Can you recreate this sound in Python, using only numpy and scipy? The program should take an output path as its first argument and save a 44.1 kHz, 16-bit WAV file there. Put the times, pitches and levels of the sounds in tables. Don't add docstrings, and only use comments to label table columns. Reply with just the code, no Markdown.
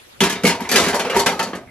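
import sys
import numpy as np
from scipy import signal
from scipy.fft import rfft, irfft, next_fast_len
from scipy.io import wavfile
from scipy.ndimage import uniform_filter1d

SR = 44100
rng = np.random.default_rng(int(sys.argv[2]) if len(sys.argv) > 2 else 0)


def transcribe(u):
    v = np.clip(np.atleast_2d(u).T, -1, 1)
    q = np.round(v * 32767).astype(np.int16)
    wavfile.write(sys.argv[1], SR, q)


N = 74970

# (time [s], clank peak [dB], boom [dB], body [dB], sizzle [dB],
# favoured low mode [Hz], its lift [dB], favoured high mode [Hz], its lift [dB], rattle t60 [s])
KNOCKS = [(0.205,1,-10,-14,-21,948,15.5,3350,6,0.03),(.217,-12,-4,-21,-24,402,12,1630,15,0.16),(.236,-4,-23,-17.5,-20,380,-1,2700,5,0.14),(.265,-9,-14.5,-25.5,-41,670,12,1820,9,0.21),(0.2971,-10.5,-23,-22.5,-24.5,1180,6,1700,6,0.11),(.325,-13.5,-17,-52,-31.5,397,20,3030,6,0.019),(.355,-15,-25.5,-23.5,-42,396,5,3730,9,0.44),
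          (0.435,-11.5,-5.5,-26,-30,180,3,2300,3,0.056),(0.4428,-30,-12,-15.5,-25.5,481.3,19,1730,17,0.047),(.451,-3.5,-24,-12,-23.5,180,4,2220,14.5,0.066),(.468,-6,-14,-17.5,-17.5,182,10,2840,10.5,0.087),(0.4944,-4,-12.5,-20.5,-26,940,17,4900,5,0.1),(0.5484,-23.5,-39,-22,-41.5,944,14,2400,8,0.2),(.596,-26,-33,-21.5,-53,914,17.5,2300,12,0.11),(0.605,-17.5,-19.5,-26,-37,238,16.5,950,9,0.38),(.618,-26,-31.5,-31.5,-45,400,13.5,1730,9,.1),(0.649,-17,-46,-26.5,-50,980,14,1960,6,0.49),
          (0.6907,-10.5,-27,-23,-25,398,3,2350,7.5,0.19),(0.715,-4.5,-16.5,-15.5,-18.5,1810,12.5,4470,7.5,0.17),(0.7395,-10.5,-16.5,-11,-24.5,247,8,2350,16,0.075),(.758,3,-15,-11.5,-14.5,1600,6,2750,7.5,0.037),(0.779,-9.5,-28,-10.5,-20,940,10.5,3530,10.5,0.045),(0.7993,-5,-11.5,-14.5,-21,404,5.5,931,8.5,0.23),(0.8386,-6.5,-33,-18,-25.5,690,5,1850,4,0.077),(0.8636,-6,-13,-18.5,-29.5,177,0,1614,7,0.2),(0.8828,-11.5,-35,-12.5,-24.5,410,13.5,2030,13,0.27),(0.9314,-9,-19.5,-14,-40,917,15.5,1720,7.5,0.2),(0.9446,-15.5,-31,-10,-24,481,9,935,12,.14),(0.9549,-27,-39,-19.5,-44,943,17,4470,22,0.23),(0.9948,-7,-21,-13.5,-27,560,-13,2800,5,0.079),(1.049,-9,-25,-16,-37.5,480,15,2650,4,0.32),(1.098,-10,-28,-16,-33.5,510,12,2830,10.5,0.086),(1.1292,-17.5,-30,-16,-47,507,-1,1670,12,0.075),(1.1446,-8.5,-20,-14.5,-35.5,393,3,1470,0,0.054),(1.1552,-13.5,-27,-10.5,-33,924,14,1960,13,0.08),(1.164,-8,-13.5,-18.5,-23,397,14,930,23,0.18),(1.194,-9.5,-20.5,-14,-20,870,6.5,4390,7,0.081),
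          (1.2612,0,-15,-12,-20,893,10.5,4670,3,0.033),(1.2897,-10.5,-27,-12.5,-33.5,932,15,6000,10,0.044),(1.321,-17.5,-21.5,-20,-35,690,-12,1236,15.5,0.95),(1.393,-7,-21.5,-13.5,-28.5,898,12,1300,5,0.052),(1.428,-15.5,-21,-26,-30.5,980,8,4450,11.5,0.048),(1.4704,-21.5,-25,-25,-42.5,684,-5,1480,4,0.44),(1.5323,-15.5,-22,-21,-56,348,6,1260,7,0.041),(1.5511,-27,-26,-28,-40,454,-1,2135,3,0.042),(1.6747,-32,-39,-60,-87,513,10,2130,12,.12)]
# (boom [Hz], body [Hz], clank [Hz], sizzle [Hz])
REGIONS_HZ = (200, 600, 2200, 8000)
# (frequency [Hz], relative level [dB], t60 [s])
CLEAR_MODES = [(181.8, -0.5, 0.18), (227.7, -5.5, 0.4), (242.7, -8, 0.11), (260.5, -9.5, 0.62),
               (396, -3.5, 0.28), (443.7, -5.5, 0.16), (489.8, -4, 0.075), (699, -8, 0.4),
               (818, -10.5, 0.24), (915.3, -12, 0.17), (941.3, -10, 0.15), (1151, -8.5, 0.16),
               (1290, -23, 0.06), (1634, -7, 0.061), (2047, -2.5, 0.062), (2360, -10.5, 0.32),
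               (3300, -6, 0.043), (4550, -4.5, 0.1), (6070, -14, 0.27), (11530, 4, 0.09)]
# (frequency [Hz], relative level [dB],
# t60 before scatter [s])
SHEET_CURVE = [(250.2, -19.5, 0.25), (706, -25.5, 0.36), (1480, -21, 0.2), (2840, -20, 0.17),
               (6800, -18.5, 0.13), (9300, -25, 0.12), (10450, -17.5, 0.11), (13500, -23, 0.024),
               (15633, -52, 0.04)]
# (frequency [Hz], likeness [0..1])
KNOCK_LIKENESS = [(300, 1), (600, 1), (1300, 0.88), (2500, 0.83), (7000, 0.08), (14000, 0.75)]
# (frequency [Hz], left minus right [dB])
KNOCK_LEAN = [(500, 0), (1200, .6), (2500, -1.8), (5000, 2.7), (9000, 0)]
# (frequency [Hz], relative density [dB])
HUSH_SPECTRUM = [(15, -34), (25, 5), (383, 4.5), (1210, -0.5), (3540, 0), (5570, -7.5), (6200, -9),
                 (7680, -9), (11200, -7), (15000, -17.5)]
# (frequency [Hz], likeness [-1..1])
HUSH_LIKENESS = [(60, 1), (380, -0.064), (2360, -0.028), (14800, -0.38)]
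# (time [s], level [dB])
RUMBLE_LEVEL = [(0.15, -69), (0.244, -36), (0.288, -47), (0.706, -51), (0.783, -34), (1.124, -54),
                (1.17, -39.5), (1.3, -46), (1.7, -54)]

SHEET_COUNT = 1800
RISE_TURNS = 0.47
KNOCK_GAIN_DB, CREST_DB = -6.5, 12
FAVOUR_OCT = 0.075
CLEAR_SCATTER_DB, SHEET_SCATTER_DB = 1.2, 2.5
CHOKE_DB_PER_S = 247
BLOW_DB, RATTLE_PER_S, RATTLE_SPREAD_DB = -0.5, 1200, 3
LIGHT_TAP_HZ = 470
BASS_CUT_HZ, RIGHT_LAG_S = 135, 4.2e-5
HUSH_DB, HUSH_LATE_DB, HUSH_PATCH_DB = -48, -7.5, 2.7
CEILING, EDGE_HZ = 1.05, 15400


def clatter():
    hz, db, rings = steel()
    count = len(CLEAR_MODES)
    struck = np.array([strike_weights(hz, db, *row[1:-1]) for row in KNOCKS], dtype=np.float32)
    clear = struck[..., :count] @ rings[:count]
    sheet = struck[..., count:].reshape(-1, SHEET_COUNT) @ rings[count:]
    sheet = sheet.reshape(clear.shape)
    out = np.zeros((2, N))
    t = np.arange(clear.shape[2]) / SR
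    gaps_s = np.diff([row[0] for row in KNOCKS], append=N / SR)
    for row, gap_s, clear_ring, sheet_ring in zip(KNOCKS, gaps_s, clear, sheet):
        choke = amp(-CHOKE_DB_PER_S * np.maximum(t - gap_s, 0))
        add(out, row[0], clear_ring * choke)
        taps = blow_and_rattle(row[-1], rng.random((3, SR // 6)))
        add(out, row[0], signal.fftconvolve(sheet_ring, taps[None], axes=1))
    out = signal.sosfilt(signal.butter(4, BASS_CUT_HZ, "high", fs=SR, output="sos"), out)
    size = next_fast_len(N)
    lag = np.exp(-2j * np.pi * np.fft.rfftfreq(size, 1 / SR) * RIGHT_LAG_S)
    right = irfft(rfft(out[1], size) * lag, size)[:N]
    return np.array([out[0], right])


def steel():
    curve_hz, curve_db, curve_t60_s = np.transpose(SHEET_CURVE)
    place = (np.arange(SHEET_COUNT) + rng.random(SHEET_COUNT)) / SHEET_COUNT
    sheet_hz = curve_hz[0] + (curve_hz[-1] - curve_hz[0]) * place ** 1.3
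    sheet_db = read(curve_hz, curve_db, sheet_hz)
    sheet_t60_s = read(curve_hz, curve_t60_s, sheet_hz) * rng.uniform(0.7, 1.5, SHEET_COUNT)
    hz, db, t60_s = np.hstack([np.transpose(CLEAR_MODES), [sheet_hz, sheet_db, sheet_t60_s]])
    t = np.arange(SR // 4, dtype=np.float32) / SR
    turns = np.outer(hz, t).astype(np.float32)
    decay = np.exp(np.outer(-np.log(1000) / t60_s, t).astype(np.float32))
    rings = np.sin(2 * np.pi * turns) * decay
    return hz, db, rings * np.minimum(turns / RISE_TURNS, 1)


def strike_weights(hz, db, clank_db, boom_db, body_db, sizzle_db, low_hz, low_db, high_hz, high_db):
    same = np.clip(read(*np.transpose(KNOCK_LIKENESS), hz), 0, 1)
    lean = amp(read(*np.transpose(KNOCK_LEAN), hz) / 2)
    scatter, sign, other = rng.standard_normal((3, len(hz)))
    sign = np.sign(sign)
    lift_db = sum(lift * np.exp(-(np.log2(hz / centre_hz) / FAVOUR_OCT) ** 2)
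                  for centre_hz, lift in ((low_hz, low_db), (high_hz, high_db)))
    is_clear = np.arange(len(hz)) < len(CLEAR_MODES)
    scatter_db = np.where(is_clear, CLEAR_SCATTER_DB, SHEET_SCATTER_DB) * scatter
    region_db = read(REGIONS_HZ, [boom_db, body_db, clank_db - CREST_DB, sizzle_db], hz)
    left = sign * lean
    right = (same * sign + np.sqrt(1 - same ** 2) * other) / lean
    return np.array([left, right]) * amp(KNOCK_GAIN_DB + db + region_db + lift_db + scatter_db)


def blow_and_rattle(t60_s, draws):
    t = np.arange(draws.shape[1]) / SR
    hits = draws[0] < RATTLE_PER_S / SR
    taps = hits * np.sign(draws[1] - 0.5) * amp(-RATTLE_SPREAD_DB * np.log(draws[2] + 0.0043))
    taps = taps * amp(-60 * t / max(t60_s, 0.004))
    taps = taps / (np.linalg.norm(taps) + 1e-9)
    taps = signal.lfilter(*signal.butter(1, LIGHT_TAP_HZ, "high", fs=SR), taps)
    taps[0] = amp(BLOW_DB)
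    return taps


def rumble():
    band = signal.butter(3, (60, 125), "band", fs=SR, output="sos")
    x = signal.sosfilt(band, rng.standard_normal(N))
    return x / x.std() * amp(np.interp(np.arange(N) / SR, *np.transpose(RUMBLE_LEVEL)))


def hush():
    frames, hz = N // 128 + 5, np.fft.rfftfreq(512, 1 / SR)
    a, b, c, d, patches = rng.standard_normal((frames, 257, 5)).T
    patches = uniform_filter1d(patches, size=8, axis=0)
    patches = uniform_filter1d(patches, size=10, axis=1)
    same = np.clip(read(*np.transpose(HUSH_LIKENESS), hz), -1, 1)[:, None]
    left = a + 1j * b
    right = same * left + np.sqrt(1 - same ** 2) * (c + 1j * d)
    spectrum_db = read(*np.transpose(HUSH_SPECTRUM), hz)[:, None]
    patch_db = HUSH_PATCH_DB * patches / patches.std()
    late_db = HUSH_LATE_DB * np.outer(np.minimum(hz / 3000, 1), np.linspace(0, 1, frames))
    z = np.array([left, right]) * amp(spectrum_db + patch_db + late_db)
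    x = signal.istft(z, nperseg=512, noverlap=384)[1][:, :N]
    return amp(HUSH_DB) * x / x.std()


def amp(db):
    return 10 ** (np.asarray(db) / 20)


def read(hz_points, values, hz):
    return np.interp(np.log(hz + 1), np.log(np.asarray(hz_points) + 1), values)


def add(mix, start_s, sound):
    part = mix[:, round(start_s * SR):][:, :sound.shape[1]]
    part += sound[:, :part.shape[1]]


def scene():
    return clatter() + rumble() + hush()


def record(dry):
    soft = CEILING * np.tanh(dry / CEILING)
    low_pass = signal.firwin(255, EDGE_HZ, window=("kaiser", 9), fs=SR)
    return signal.oaconvolve(soft, low_pass[None], "same")


dry = scene()
out = record(dry)
transcribe(out)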